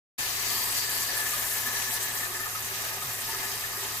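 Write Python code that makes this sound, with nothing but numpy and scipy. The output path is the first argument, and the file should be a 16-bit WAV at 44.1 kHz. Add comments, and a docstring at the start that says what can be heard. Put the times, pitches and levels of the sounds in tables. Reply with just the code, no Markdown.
"""A close, dense fizz and patter: a hand shower spraying into a filling bathtub.
Thousands of drops a second hit the water, churn it and keep tub and water ringing at a few pitches.
Bubbles gurgle and plink, the water gives two soft thuds, and a low machine hum lies underneath.
The sound cuts in just after the start, and its colour shifts as the microphone drifts around the tub."""
import sys
import numpy as np
from scipy import signal
from scipy.fft import rfft, irfft
from scipy.io import wavfile

SR = 44100
rng = np.random.default_rng(int(sys.argv[2]) if len(sys.argv) > 2 else 0)


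def log_audio(samples):
    """Write samples as a 16-bit WAV file to the path given in sys.argv[1]."""
    # one column per channel
    frames = np.atleast_2d(samples).T
    # limit to full scale, then quantise
    limited = np.clip(frames, -1, 1)
    pcm = np.round(limited * 32767).astype(np.int16)
    wavfile.write(sys.argv[1], SR, pcm)


N = 176400
T = np.arange(N) / SR
HZ = np.maximum(np.arange(N // 2 + 1) * SR / N, 1)
SPLASH_LAG_S, TUB_LAG_S = .00031, .00009  # how much later the right side hears them

# the microphone's path (time [s], turn away from the spray [0-1], left-right likeness of the fizz [0-1])
MIC_PATH = [(.2, 1, 0.22), (1.0, 1, 0.99), (1.4, 1, 0.89), (1.95, 0.7, 0.89), (2.35, 0.23, 0.97),
            (4, 0.2, 1)]
# stereo image of the splashing and the rumble (frequency [Hz], left-right likeness [0-1])
STEREO_LIKENESS = [(100, 0.97), (350, 0.84), (600, 0.67), (1200, 1), (1700, 0.1), (2200, 0.15), (6000, 0),
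                   (7000, 0.04)]


def from_db(db):
    """Decibels to gain."""
    return 10 ** (np.asarray(db) / 20)


def unit_rms(x):
    """Scale to rms 1."""
    return x / np.sqrt(np.mean(x ** 2) + 1e-20)


def envelope(rows, column=1):
    """One column of a time table at every sample."""
    rows = np.array(rows)
    return np.interp(T, rows[:, 0], rows[:, column])


def over_hz(points):
    """A frequency table at every bin."""
    points = np.array(points)
    return np.interp(np.log(HZ), np.log(points[:, 0]), points[:, 1])


def drift(rate_hz):
    """A smooth random wander; rms 1."""
    return unit_rms(irfft(rfft(rng.standard_normal(N)) / (1 + (HZ / rate_hz) ** 2), N))


def flutter(slow_db, fast_db):
    """Gain of an unsteady flow."""
    return from_db(slow_db * drift(2.2) + fast_db * drift(27))


def colour(x, eq):
    """Shape a signal with an EQ curve; rms 1."""
    return unit_rms(irfft(rfft(x) * from_db(over_hz(eq)), N))


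def resonate(x, hz, width_hz):
    """Two-pole resonance."""
    r = np.exp(-np.pi * width_hz / SR)
    return signal.lfilter([1 - r, 0, r - 1], [1, -2 * r * np.cos(2 * np.pi * hz / SR), r * r], x + 1e-18)


def clicks(per_s, spread_db):
    """Random impacts, many small and a few large."""
    sizes = from_db(spread_db * np.minimum(rng.exponential(1, N), 4.3))
    return (rng.random(N) < per_s / SR) * sizes * rng.choice([-1, 1], N)


def drops(hit_share=.9):
    """Three unrelated streams of drop impacts, each in its own smooth wash."""
    hits = unit_rms(np.array([clicks(per_s=5500, spread_db=2) for _ in range(3)]))
    return np.sqrt(hit_share) * hits + np.sqrt(1 - hit_share) * rng.standard_normal(hits.shape)


def stereo(streams, likeness=STEREO_LIKENESS, lag_s=SPLASH_LAG_S):
    """The first stream reaches both sides, the right later; the other two are each side's reflections."""
    common, *own = rfft(streams)
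    alike = over_hz(likeness)
    lag = lag_s * HZ ** 2 / (HZ ** 2 + 490 ** 2)  # less lag in the bass
    direct = np.array([common, common * np.exp(-2j * np.pi * HZ * lag)])
    return irfft(np.sqrt(alike) * direct + np.sqrt(1 - alike) * np.array(own), N)


def bathroom(x, t60_s=.063, tail_db=-3.5):
    """Direct sound and a short room tail on each side."""
    decay = from_db(-60 * T / t60_s)
    responses = [unit_rms(rng.standard_normal(N) * decay) / np.sqrt(N) for _ in range(2)]
    tails = np.array([signal.fftconvolve(x, response)[:N] for response in responses])
    direct = np.array([x, np.interp(T - SPLASH_LAG_S / 2, T, x)])
    return direct + from_db(tail_db) * tails


def tub_walls(x, delays_s=(.002, .012), wander_s=.00004, echo_db=-15.5):
    """Close reflections off the tub add a hollow colour that shifts as the microphone moves."""
    out = x.copy()
    for delay, sign in zip(rng.uniform(*delays_s, size=6), rng.choice([-1, 1], size=6)):
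        echo_time = T - delay - wander_s * drift(.96)
        out += sign * from_db(echo_db) * np.array([np.interp(echo_time, T, side) for side in x])
    return unit_rms(out)


def machine_hum():
    """Low, slightly wavering machine tones over a faint rumble."""
    # hum tones (frequency [Hz], rms level [dB])
    partials = [(45.5, -63.5), (79.3, -66.5), (110, -53), (120.4, -68), (231.4, -70.5)]
    # rumble EQ (frequency [Hz], gain [dB])
    rumble_eq = [(15, 2), (35, -5), (60, -.5), (125, -1), (165, 1.5), (205, -12), (300, -27), (900, -57)]
    tones = np.zeros(N)
    for hz, db in partials:
        phase = 2 * np.pi * (hz * T + rng.random()) + .25 * drift(4.8)
        tones += from_db(db) * np.sqrt(2) * np.sin(phase)
    return tones + from_db(-58.5) * colour(stereo(rng.standard_normal((3, N))), rumble_eq)


def gulps(fall_octaves=.76, attack_share=.25):
    """Soft, deep thuds of the water that swell quickly and fall in pitch as they die."""
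    # thuds (time [s], peak level [dB], length [s], starting pitch [Hz])
    thuds = [(3.033, -42.5, .13, 147.1), (3.558, -47, 0.067, 166)]
    out = np.zeros(N)
    for start, db, length, start_hz in thuds:
        progress = np.clip((T - start) / length, 0, 1)
        hz = start_hz * 2 ** (-fall_octaves * progress)
        swell = np.interp(progress, [0, attack_share, 1], [0, 1, 0])
        out += from_db(db) * swell * np.sin(2 * np.pi * np.cumsum(hz) / SR)
    return out


def bubbles(per_s=380, low_hz=706, high_hz=2410, ring_cycles=31):
    """A gurgle of small bubbles, each ringing briefly, at scattered pitches."""
    pitches = np.geomspace(low_hz, high_hz, 28)
    gurgle = np.zeros(N)
    for hz in pitches:
        births = clicks(per_s / len(pitches), spread_db=1.4)
        gurgle += resonate(births, hz, 1.95 * hz / ring_cycles) / np.sqrt(hz)
    return from_db(-49) * unit_rms(gurgle)


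def plinks(attack_cycles=5.1, decay_cycles=36, pitch_rise=.011):
    """Larger bubbles swell, ring and rise a little in pitch, each with a small splash."""
    # single bubbles (time [s], pitch [Hz], peak level [dB])
    big_bubbles = [(1.329, 1220, -35), (1.895, 890, -40.5), (2.226, 1770, -30), (2.274, 368, -50),
                   (2.346, 1670, -41), (2.4, 1773, -32), (2.431, 1770, -34), (2.456, 1235, -34),
                   (2.549, 1263, -30.5), (3.017, 1250, -36), (3.285, 906, -35.5), (3.428, 1720, -33),
                   (3.635, 1760, -33)]
    out = np.zeros(N)
    for start, hz, db in big_bubbles:
        cycles = np.maximum(T - start, 0) * hz
        attack = np.minimum(cycles / attack_cycles, 1)
        decay = np.exp(-np.maximum(cycles - attack_cycles, 0) / decay_cycles)
        tone = np.sin(2 * np.pi * cycles * (1 + pitch_rise * (np.tanh(cycles / 20) - 1)))
        splash = unit_rms(resonate(rng.standard_normal(N), hz, hz / 2))
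        out += from_db(db) * attack * decay * (tone + .34 * splash)
    return out


def churn():
    """The midrange wash of stirred water under the spray."""
    # churn EQ (frequency [Hz], gain [dB])
    eq = [(140, -33), (200, -21.5), (320, -10), (430, -5.5), (520, -0.5), (650, 0.5), (1000, -2),
          (1290, 2.5), (1420, 0), (1650, 8), (1950, 1), (2300, -2), (3000, -13)]
    # churn fader (time [s], relative level [dB])
    fader = [(.2, -46.5), (.7, -48), (1.35, -44), (2.1, -48), (2.85, -47), (4, -48)]
    wash = colour(stereo(drops()), eq)
    return wash * from_db(5 + envelope(fader)) * flutter(slow_db=1.5, fast_db=1.7)


def tub_rings():
    """The drops keep tub and water ringing; the balance of the rings shifts as the microphone moves."""
    # resonances (pitch [Hz], width [Hz], level turned away [dB], level facing the spray [dB])
    modes = [(245.3, 34, -57, -60), (387.2, 29.6, -54.5, -52), (725, 82, -54.5, -55),
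             (877.4, 23, -53.5, -52), (982, 26, -50.5, -54), (1107, 35, -51.5, -55.5), (1245, 23, -50, -48),
             (1894, 53, -46, -47.5), (2024, 88, -48, -54), (2640, 110, -61, -58), (3252, 84, -53, -60),
             (3780, 69, -54.5, -57), (4020, 20, -53, -60.5), (4906, 270, -55.5, -48.5),
             (6940, 270, -72, -49), (7750, 250, -48, -59), (8350, 170, -59, -52)]
    # stereo image of the rings (frequency [Hz], left-right likeness [0-1])
    likeness = [(250, 0.85), (400, 0.98), (800, 0.69), (1240, 0.24), (1730, 0.72), (2200, 0.33),
                (4650, 0.13), (5900, 0.21), (7100, 0.45)]
    # the strongest ring (time [s], level [dB])
    main_fader = [(.2, -42), (.65, -46.5), (.95, -39), (1.25, -39), (1.75, -40), (2.35, -46), (2.6, -47.5),
                  (4, -48.5)]
    # a narrow whistling hiss of the spray (time [s], level [dB])
    whistle_fader = [(.2, -61), (1.2, -48), (1.5, -57), (1.85, -39), (2.1, -52), (2.85, -44), (3.4, -49),
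                     (4, -49.5)]
    # a high, sizzling ring that fades as the microphone moves (time [s], level [dB])
    sizzle_fader = [(.2, -40.5), (.62, -38.5), (.72, -45), (.79, -32.5), (.86, -38), (1.1, -38), (1.3, -54),
                    (2.35, -55), (2.55, -50.5), (4, -51)]
    drive = stereo(drops(), likeness, TUB_LAG_S) * flutter(slow_db=1.45, fast_db=1.7)
    turn = envelope(MIC_PATH)

    def ring(db, hz, width_hz):
        return from_db(db) * unit_rms(resonate(resonate(drive, hz, width_hz), hz, 5 * width_hz))

    out = sum(ring(facing + turn * (away - facing), hz, width) for hz, width, away, facing in modes)
    out += ring(envelope(main_fader), hz=1740, width_hz=35)
    out += ring(envelope(whistle_fader), hz=5890, width_hz=130)
    return out + ring(envelope(sizzle_fader), hz=4610, width_hz=400)


def surges(hz=6270, width_hz=2900, swell_s=.033):
    """Brief swells of sizzle where the jets bite into the water."""
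    # swells (time of the crest [s], rms level [dB])
    crests = [(.787, -33.5), (1.02, -34.5), (1.84, -38)]
    hits = stereo(drops(), lag_s=TUB_LAG_S)
    sizzle = unit_rms(resonate(resonate(hits, hz, width_hz), hz, 2 * width_hz))
    return sizzle * sum(from_db(db) * np.exp(-((T - crest) / swell_s) ** 2) for crest, db in crests)


def wandering_jets(x, depth_db=1.66, rate_hz=26):
    """Overlapping bands each swell and sink on their own as the jets wander over the ripples."""
    out, spectrum, centres_hz = 0, rfft(x), np.linspace(2000, 16000, 10)
    for weights in np.eye(len(centres_hz)):
        band = irfft(spectrum * np.interp(HZ, centres_hz, weights), N)
        out = out + band * from_db(depth_db * drift(rate_hz))
    return out


def patter():
    """Drops hitting the water: the wide, diffuse lower treble of the spray."""
    # patter EQ (frequency [Hz], gain [dB])
    eq = [(1500, -12), (2050, -1), (2280, -0.5), (2600, 1), (2850, 0), (3150, 0), (3420, -2.5), (3750, 1),
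          (4250, -1), (4800, 0), (5400, -1.5), (5900, 2), (6600, 0), (7300, -15), (8500, -33)]
    # patter fader (time [s], relative level [dB])
    fader = [(.2, -35), (.72, -34.5), (.8, -36), (.86, -36), (1.02, -37.5), (1.1, -36), (1.65, -37.5),
             (1.88, -34.5), (2.1, -37.5), (2.5, -40.5), (2.85, -38.5), (3.6, -38), (4, -40)]
    hits = tub_walls(colour(stereo(drops()), eq))
    return hits * from_db(.5 + envelope(fader)) * flutter(slow_db=.94, fast_db=.56)


def fizz():
    """The bright, more direct top of the drop impacts; it starts wide and narrows."""
    # fizz EQ (frequency [Hz], gain [dB])
    eq = [(5500, -27), (6900, -1.5), (8000, -.5), (9200, -3.5), (10400, -2.5), (11800, 1.5), (12700, -1),
          (14000, -2.5), (15500, -4.5)]
    # fizz fader (time [s], relative level [dB])
    fader = [(.2, -34), (.5, -33.5), (.78, -32.5), (.86, -35), (.92, -31.5), (1.03, -34), (1.12, -37),
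             (1.18, -33), (1.58, -33), (1.69, -35.5), (1.88, -34.5), (1.945, -31.5), (2.0, -38),
             (2.035, -30.5), (2.08, -37.5), (2.17, -33.5), (2.27, -36), (2.5, -37.5), (2.9, -36.5),
             (3.0, -38), (3.08, -37.5), (3.65, -37), (3.71, -39), (3.8, -37.5), (3.89, -39.5), (4, -36.5)]
    common, *own = drops()
    alike = envelope(MIC_PATH, column=2)
    hits = np.sqrt(alike) * common + np.sqrt(1 - alike) * np.array(own)
    hiss = tub_walls(colour(hits, eq))
    return hiss * from_db(1.33 + envelope(fader)) * flutter(slow_db=.6, fast_db=.1)


def spray():
    """Fizz, patter and surges together, leaning left until the microphone turns towards them."""
    # balance when fully turned away (frequency [Hz], left minus right [dB])
    lean = [(1800, 2), (3500, 3.5), (6000, 3), (7800, 4), (9500, 5), (11500, -2), (12500, 7), (13700, 7)]
    facing = wandering_jets(fizz() + patter()) + surges()
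    turned_away = irfft(rfft(facing) * from_db(over_hz(lean) * np.array([[.5], [-.5]])), N)
    return facing + envelope(MIC_PATH) * (turned_away - facing)


def scene():
    """The spray on top, the water a little to the left, thuds and hum underneath."""
    water = churn() + tub_rings() + bathroom(bubbles() + plinks())
    return spray() + water * from_db([[.6], [-.6]]) + gulps() + machine_hum()


def record(dry):
    """The sound cuts in, and a steep low-pass takes off the very top."""
    start_s, fade_s, cutoff_hz = .179, .011, 15480
    opened = dry * np.clip((T - start_s) / fade_s, 0, 1)
    return signal.sosfilt(signal.ellip(12, .1, 80, cutoff_hz, fs=SR, output="sos"), opened)


dry = scene()
out = record(dry)
log_audio(out)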